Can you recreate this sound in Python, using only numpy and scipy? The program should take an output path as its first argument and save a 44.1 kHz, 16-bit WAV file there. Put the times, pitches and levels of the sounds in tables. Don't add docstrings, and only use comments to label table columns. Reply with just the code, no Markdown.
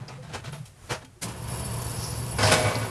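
import sys
import numpy as np
from scipy import signal
from scipy.fft import rfft, irfft
from scipy.io import wavfile
from scipy.ndimage import uniform_filter1d

SR = 44100
rng = np.random.default_rng(int(sys.argv[2]) if len(sys.argv) > 2 else 0)


def bounce(signal):
    frames = np.transpose(np.atleast_2d(signal))
    limited = np.clip(frames, -1, 1)
    pcm = np.round(limited * 32767).astype(np.int16)
    wavfile.write(sys.argv[1], SR, pcm)


N = 127890
CLACK_S = 1.208


def rolling():
    # [t/s, level/dB, f/Hz]
    roll = [(0.015, -32, 136), (0.05, -50.5, 140.7), (0.132, -42, 129.5), (.3, -43, 145.8),
            (.36, -40.5, 103.3), (0.454, -47, 109), (0.482, -34, 125.2), (.545, -38, 149.3),
            (.575, -43.5, 144), (0.62, -34.5, 136.4), (0.67, -58, 123.5), (0.876, -64, 124.1),
            (0.916, -29.5, 118.5), (0.964, -47, 121.3), (1.2, -57, 108.6)]
    width_hz, fade_s = 28, roll[0][0]
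    t = np.arange(N) / SR
    fade = np.clip(np.minimum(t, roll[-1][0] - t) / fade_s, 0, 1)
    note = wavering(curve(roll, column=2), width_hz, steady_s=0.0386)
    return amp(curve(roll, column=1)) * note * fade


def scuffs():
    # [start/s, level/dB, rise/s, t60/s, treble tilt/(dB/octave)]
    scuff_rows = [(0.0, -46.5, 0.0015, 1, -2.5), (.082, -41, 0.0055, 0.44, -1),
                  (.222, -48, 0.008, 0.8, -0.5), (.28, -45.5, 0.021, 1, -2), (.32, -32, 0.033, 0.16, 0),
                  (.436, -41, .012, 0.28, 0.5), (.468, -42, 0.015, 0.088, -0.5),
                  (.52, -41, 0.014, 0.25, 0.5), (.652, -49, 0.0052, 0.21, 7),
                  (.885, -26.5, 0.036, 0.18, 0.5), (1.0, -47, 0.03, 0.1, -2),
                  (1.045, -48, 0.0046, 0.074, 3.5)]
    # [f/Hz, density/(dB per Hz)]
    grit = [(35, -42), (60, -25), (123, -6.5), (289, -12), (491, -8), (1080, -9.5), (1520, -11.5),
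            (5180, -20.5), (10900, -29), (15000, -57)]
    # [f/Hz, width/Hz, level/dB]
    stove_modes = [(228.8, 16, 5), (360, 26, 2), (488.7, 24, 6), (574, 17, -14), (872, 9.7, 3),
                   (1060, 12, -11), (1480, 11, -3), (1830, 5, -10), (2340, 13, -2), (2580, 12, -5),
                   (3210, 22, 1), (5470, 42, -8)]
    return blows(scuff_rows, grit, stove_modes, body_db=-6, spread_db=-1.5)


def jolts():
    # [start/s, level/dB, rise/s, t60/s, treble tilt/(dB/octave)]
    jolt_rows = [(2.382, -25.5, 0.0083, 1, 0), (2.42, -23, 0.015, 0.72, 0), (2.465, -26, 0.0062, 1, 1),
                 (2.51, -18.5, 0.012, 0.38, 0.5), (2.58, -31.5, 0.015, 0.43, -3.5),
                 (2.635, -26, 0.017, 0.81, -2), (2.745, -30, 0.006, 0.12, -3.5),
                 (2.8, -34.5, 0.017, 0.45, -1.5)]
    # [f/Hz, density/(dB per Hz)]
    rattle = [(35, -46), (60, -23), (112, -9), (317, -16.5), (577, -13.5), (633, -13), (938, -12.5),
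              (5180, -24.5), (7330, -27.5), (10600, -29.5), (15000, -65)]
    # [f/Hz, width/Hz, level/dB]
    panel_modes = [(254.7, 7.4, -2.5), (459.6, 6.9, -3), (510, 3.5, -6.5), (718, 4.5, -3.5),
                   (847, 4.3, -2.5), (1094, 8, -7.5), (1474, 7.6, -3), (1786, 7.4, -14), (2029, 5.6, -5),
                   (2269, 3.6, -6.5), (2580, 6.2, -11), (4790, 9.4, -6.5), (5120, 7.4, -6.5),
                   (10550, 100, -2.5)]
    return blows(jolt_rows, rattle, panel_modes, body_db=-2, spread_db=2)


def boom():
    # [t/s, level/dB]
    boom_level = [(2.38, -32), (2.472, -20), (2.6, -42.5), (2.656, -24.5), (2.708, -35.5), (2.846, -32),
                  (2.9, -36)]
    hz, width_hz, fade_in_s = 109.5, 7.2, 0.039
    fade = np.clip((np.arange(N) / SR - boom_level[0][0]) / fade_in_s, 0, 1)
    return amp(curve(boom_level, column=1)) * wavering(hz, width_hz, steady_s=0.14) * fade


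def singing():
    # [t/s, level/dB]
    sing_level = [(2.4, -52), (2.44, -29), (2.6, -29.5), (2.72, -39.5), (2.78, -43)]
    hz, width_hz, fade_s = 628, 4.2, 0.017
    t = np.arange(N) / SR
    fade = np.clip(np.minimum(t - sing_level[0][0], sing_level[-1][0] - t) / fade_s, 0, 1)
    return amp(curve(sing_level, column=1)) * wavering(hz, width_hz, steady_s=0.022) * fade


def opener():
    # [t/s, hum level/dB, chain level/dB]
    running = [(1.27, -40, -56), (1.39, -39, -47.5), (1.45, -35.5, -46.5), (1.51, -33, -39.5),
               (1.66, -34, -42), (1.8, -32.5, -39.5), (2.02, -34, -40.5), (2.37, -32.5, -42),
               (2.9, -41, -43)]
    # [t/s, level/dB]
    roar_level = [(1.27, -42), (1.4, -47), (1.44, -46), (1.49, -41), (2.1, -42), (2.25, -43.5), (2.37, -41),
                  (2.9, -41)]
    spin_up_s = 0.05
    on = np.clip((np.arange(N) / SR - CLACK_S) / spin_up_s, 0, 1)
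    hum = amp(curve(running, column=1)) * motor_hum()
    chain_and_whine = amp(curve(running, column=2)) * (chain() + whine())
    roar = amp(curve(roar_level, column=1)) * gear_roar()
    return on * (hum + chain_and_whine + roar)


def motor_hum():
    # [f/Hz, width/Hz, level/dB]
    hum_notes = [(72.6, 14, -4.5), (117.2, 6.6, 0.5), (146.5, 23, -6), (185, 40, -10), (49.8, 33, -19)]
    return evened(sum(amp(db) * wavering(hz, width, steady_s=0.15) for hz, width, db in hum_notes))


def gear_roar():
    # [f/Hz, density/(dB per Hz)]
    roar_spectrum = [(25, -14), (123, -13), (313, -25), (391, -20.5), (665, -26.5), (1010, -33),
                     (1510, -32), (2870, -35), (4280, -45.5), (5000, -37), (6500, -77)]
    # [f/Hz, width/Hz, level/dB]
    roar_rings = [(383, 11, -17), (980, 200, -5), (2846, 12, -21)]
    noise = gritty(N, spread_db=0.5)
    high_pass = signal.butter(2, 200, "high", fs=SR)
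    roar = evened(signal.lfilter(*high_pass, coloured(noise, roar_spectrum, lump_db=3.0)))
    return roar + sum(amp(db) * evened(resonate(noise, hz, width)) for hz, width, db in roar_rings)


def whine():
    hz, width_hz, level_db = 4540, 30, -14.5
    start_s, rise_s = 1.3, 0.2
    fade = np.clip((np.arange(N) / SR - start_s) / rise_s, 0, 1)
    return amp(level_db) * wavering(hz, width_hz, steady_s=0.053) * wander() * fade


def chain():
    # [f/Hz, density/(dB per Hz)]
    hiss_spectrum = [(2060, -45), (3500, -4.5), (4270, -10), (5280, -3), (6320, -5), (8910, -3),
                     (10800, -4), (11600, 6), (13700, -45), (15500, -38)]
    links_db = 2
    hiss = evened(coloured(gritty(N, spread_db=2.5), hiss_spectrum, lump_db=5.5))
    return evened((hiss + amp(links_db) * chain_links()) * wander(depth_db=1, span_s=0.0079))


def chain_links():
    # [f/Hz, width/Hz, level/dB]
    link_modes = [(5380, 100, -8), (7900, 83, -6), (8430, 45, -6), (9500, 73, -6), (10160, 140, 0),
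                  (10730, 63, -1.5), (10780, 84, 1.5), (11100, 78, -5)]
    ticks_per_s, spread_db = 500, 2.5
    count = round(ticks_per_s * N / SR)
    out, shake = np.zeros(N), wander()
    for hz, width, db in link_modes:
        when, size = rng.random((2, count))
        ticks = np.zeros(N)
        ticks[(when * N).astype(int)] = amp(-spread_db * np.log(np.maximum(size, 0.02)))
        out += amp(db) * resonate(ticks * shake, hz, width)
    return evened(out)


def clack():
    # [start/s, level/dB, rise/s, t60/s, treble tilt/(dB/octave)]
    clack_rows = [(1.21, -29, 0.024, 0.14, 0), (1.272, -39.5, 0.017, 0.29, -1.5)]
    # [f/Hz, density/(dB per Hz)]
    clack_spectrum = [(50, -24), (166, -8), (648, -17), (960, -23), (1630, -18), (2590, -19), (10900, -16),
                      (15000, -48)]
    thump_db, from_hz, to_hz = -32.5, 93, 208
    rise_s, t60_s, glide_s = 0.045, 0.16, 0.03
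    out = blows(clack_rows, clack_spectrum, body=None, body_db=0, spread_db=0.64)
    t = np.arange(SR // 4) / SR
    hz = to_hz + (from_hz - to_hz) * np.exp(-t / glide_s)
    thump = swell(t, rise_s, t60_s) * np.sin(2 * np.pi * np.cumsum(hz) / SR)
    add(out, CLACK_S, amp(thump_db) * thump)
    return out


def pings():
    # [start/s, f/Hz, level/dB, rise/s, t60/s]
    ping_rows = [(.175, 507, -41.5, 0.02, 0.15), (.54, 650, -45.5, 0.017, 0.13),
                 (.95, 631, -36.5, 0.0062, 0.14), (1.029, 261.5, -47, 0.013, 0.24),
                 (1.15, 360, -53.5, 0.031, 0.11), (1.222, 654, -42.5, .018, 0.086)]
    out, t = np.zeros(N), np.arange(SR // 2) / SR
    for start, hz, db, rise, t60 in ping_rows:
        tone = np.sin(2 * np.pi * (hz * t + rng.random()))
        add(out, start, amp(db) * swell(t, rise, t60) * tone)
    return out


def bright_bursts():
    # [start/s, level/dB, rise/s, t60/s, centre f/Hz, width of each resonance/Hz]
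    burst_rows = [(.08, -43, 0.004, 0.076, 5160, 1500), (.436, -45, 0.025, 0.18, 3620, 2960),
                  (0.52, -49.5, 0.007, 0.27, 10500, 1800), (1.9, -42, 0.15, 0.97, 5270, 1810),
                  (2.039, -34, 0.0042, .09, 5440, 1400), (2.431, -27, 0.0076, 0.36, 5070, 1500),
                  (2.515, -28.5, 0.01, 0.14, 10720, 900), (2.745, -33.5, 0.01, 0.067, 4630, 1300)]
    out, t = np.zeros(N), np.arange(SR // 2) / SR
    for start, db, rise, t60, hz, width in burst_rows:
        band = resonate(resonate(gritty(len(t), spread_db=2.0), hz, width), hz, width)
        add(out, start, amp(db) * swell(t, rise, t60) * evened(band))
    return out


def murmur():
    # [t/s, level/dB]
    murmur_level = [(0, -56.5), (.6, -50.5), (.75, -54), (.88, -45), (1.05, -54), (1.08, -55.5),
                    (2.9, -57.5)]
    # [f/Hz, density/(dB per Hz)]
    room_spectrum = [(15, -32), (25, -5), (81, 5.5), (286, -12.5), (1180, -16.5), (1960, -20), (3930, -25),
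                     (10600, -24), (15000, -48)]
    return amp(curve(murmur_level, column=1)) * evened(coloured(rng.standard_normal(N), room_spectrum))


def blows(table, spectrum, body, body_db, spread_db):
    out, t = np.zeros(N), np.arange(SR // 2) / SR
    for start, db, rise, t60, tilt_db in table:
        noise = coloured(gritty(len(t), spread_db), spectrum, tilt_db, lump_db=3)
        sound = evened(noise) * swell(t, rise, t60)
        if body:
            f, width, mode_db = np.transpose(body)[:, :, None]
            phase, chance = rng.random((2, len(body), 1))
            strength = amp(mode_db + tilt_db * np.log2(f / 1000) + 8 * (chance - 0.5))
            decay = swell(t, rise, 2.2 / width)
            ring = (strength * decay * np.sin(2 * np.pi * (f * t + phase))).sum(0)
            sound = sound + amp(body_db) * ring / np.sqrt((strength ** 2).sum() / 2)
        add(out, start, amp(db) * sound)
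    return out


def wavering(hz, width, steady_s):
    slow = rng.standard_normal(N) + 1j * rng.standard_normal(N)
    for r in np.exp(-np.pi * width * np.array([1, 2]) / SR):
        slow = signal.lfilter([1 - r], [1, -r], slow)
    note = (slow * np.exp(2j * np.pi * np.cumsum(hz * np.ones(N)) / SR)).real
    power = abs(uniform_filter1d(note ** 2, round(steady_s * SR)))
    return note / np.sqrt(power + 1e-9)


def gritty(count, spread_db):
    jumps = evened(uniform_filter1d(rng.standard_normal(count), size=130))
    return amp(spread_db * jumps) * rng.standard_normal(count)


def coloured(x, spectrum, tilt_db=0, lump_db=0):
    lump_hz = 29.94
    hz = np.fft.rfftfreq(len(x), 1 / SR) + 1
    f, db = np.transpose(spectrum)
    tilt = tilt_db * np.log2(np.maximum(hz, 150) / 1000)
    gain = amp(np.interp(np.log(hz), np.log(f), db) + tilt)
    lumps = np.interp(hz / lump_hz, np.arange(len(hz)), rng.standard_normal(len(hz)))
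    return irfft(rfft(x) * gain * amp(lump_db * lumps), len(x))


def resonate(x, hz, width):
    r = np.exp(-np.pi * width / SR)
    return 2 * signal.lfilter([1 - r], [1, -r * np.exp(2j * np.pi * hz / SR)], x).real


def wander(depth_db=2.5, span_s=0.02):
    span = round(span_s * SR)
    drift = uniform_filter1d(uniform_filter1d(rng.standard_normal(N), span), span)
    return amp(depth_db * evened(drift))


def swell(t, rise, t60):
    return np.sin(np.pi / 2 * np.clip(t / rise, 0, 1)) ** 2 * amp(-60 * np.maximum(t - rise, 0) / t60)


def curve(table, column):
    rows = np.array(table)
    return np.interp(np.arange(N) / SR, rows[:, 0], rows[:, column])


def add(mix, start_s, sound):
    part = mix[round(start_s * SR):][:len(sound)]
    part += sound[:len(part)]


def evened(x):
    return x / np.sqrt(np.mean(x ** 2) + 1e-20)


def amp(db):
    return 10 ** (np.asarray(db) / 20)


def scene():
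    stove = rolling() + scuffs()
    door = jolts() + boom() + singing()
    small_sounds = pings() + bright_bursts()
    return (stove + door + opener() + clack() + small_sounds + murmur())[None]


def record(dry):
    roll_off_hz, edge_hz = 14500, 15650
    dull = signal.sosfilt(signal.butter(4, roll_off_hz, fs=SR, output="sos"), dry)
    band_limit = signal.firwin(511, edge_hz, window=("kaiser", 9), fs=SR)
    return signal.oaconvolve(dull, band_limit[None], "same")


dry = scene()
out = record(dry)
bounce(out)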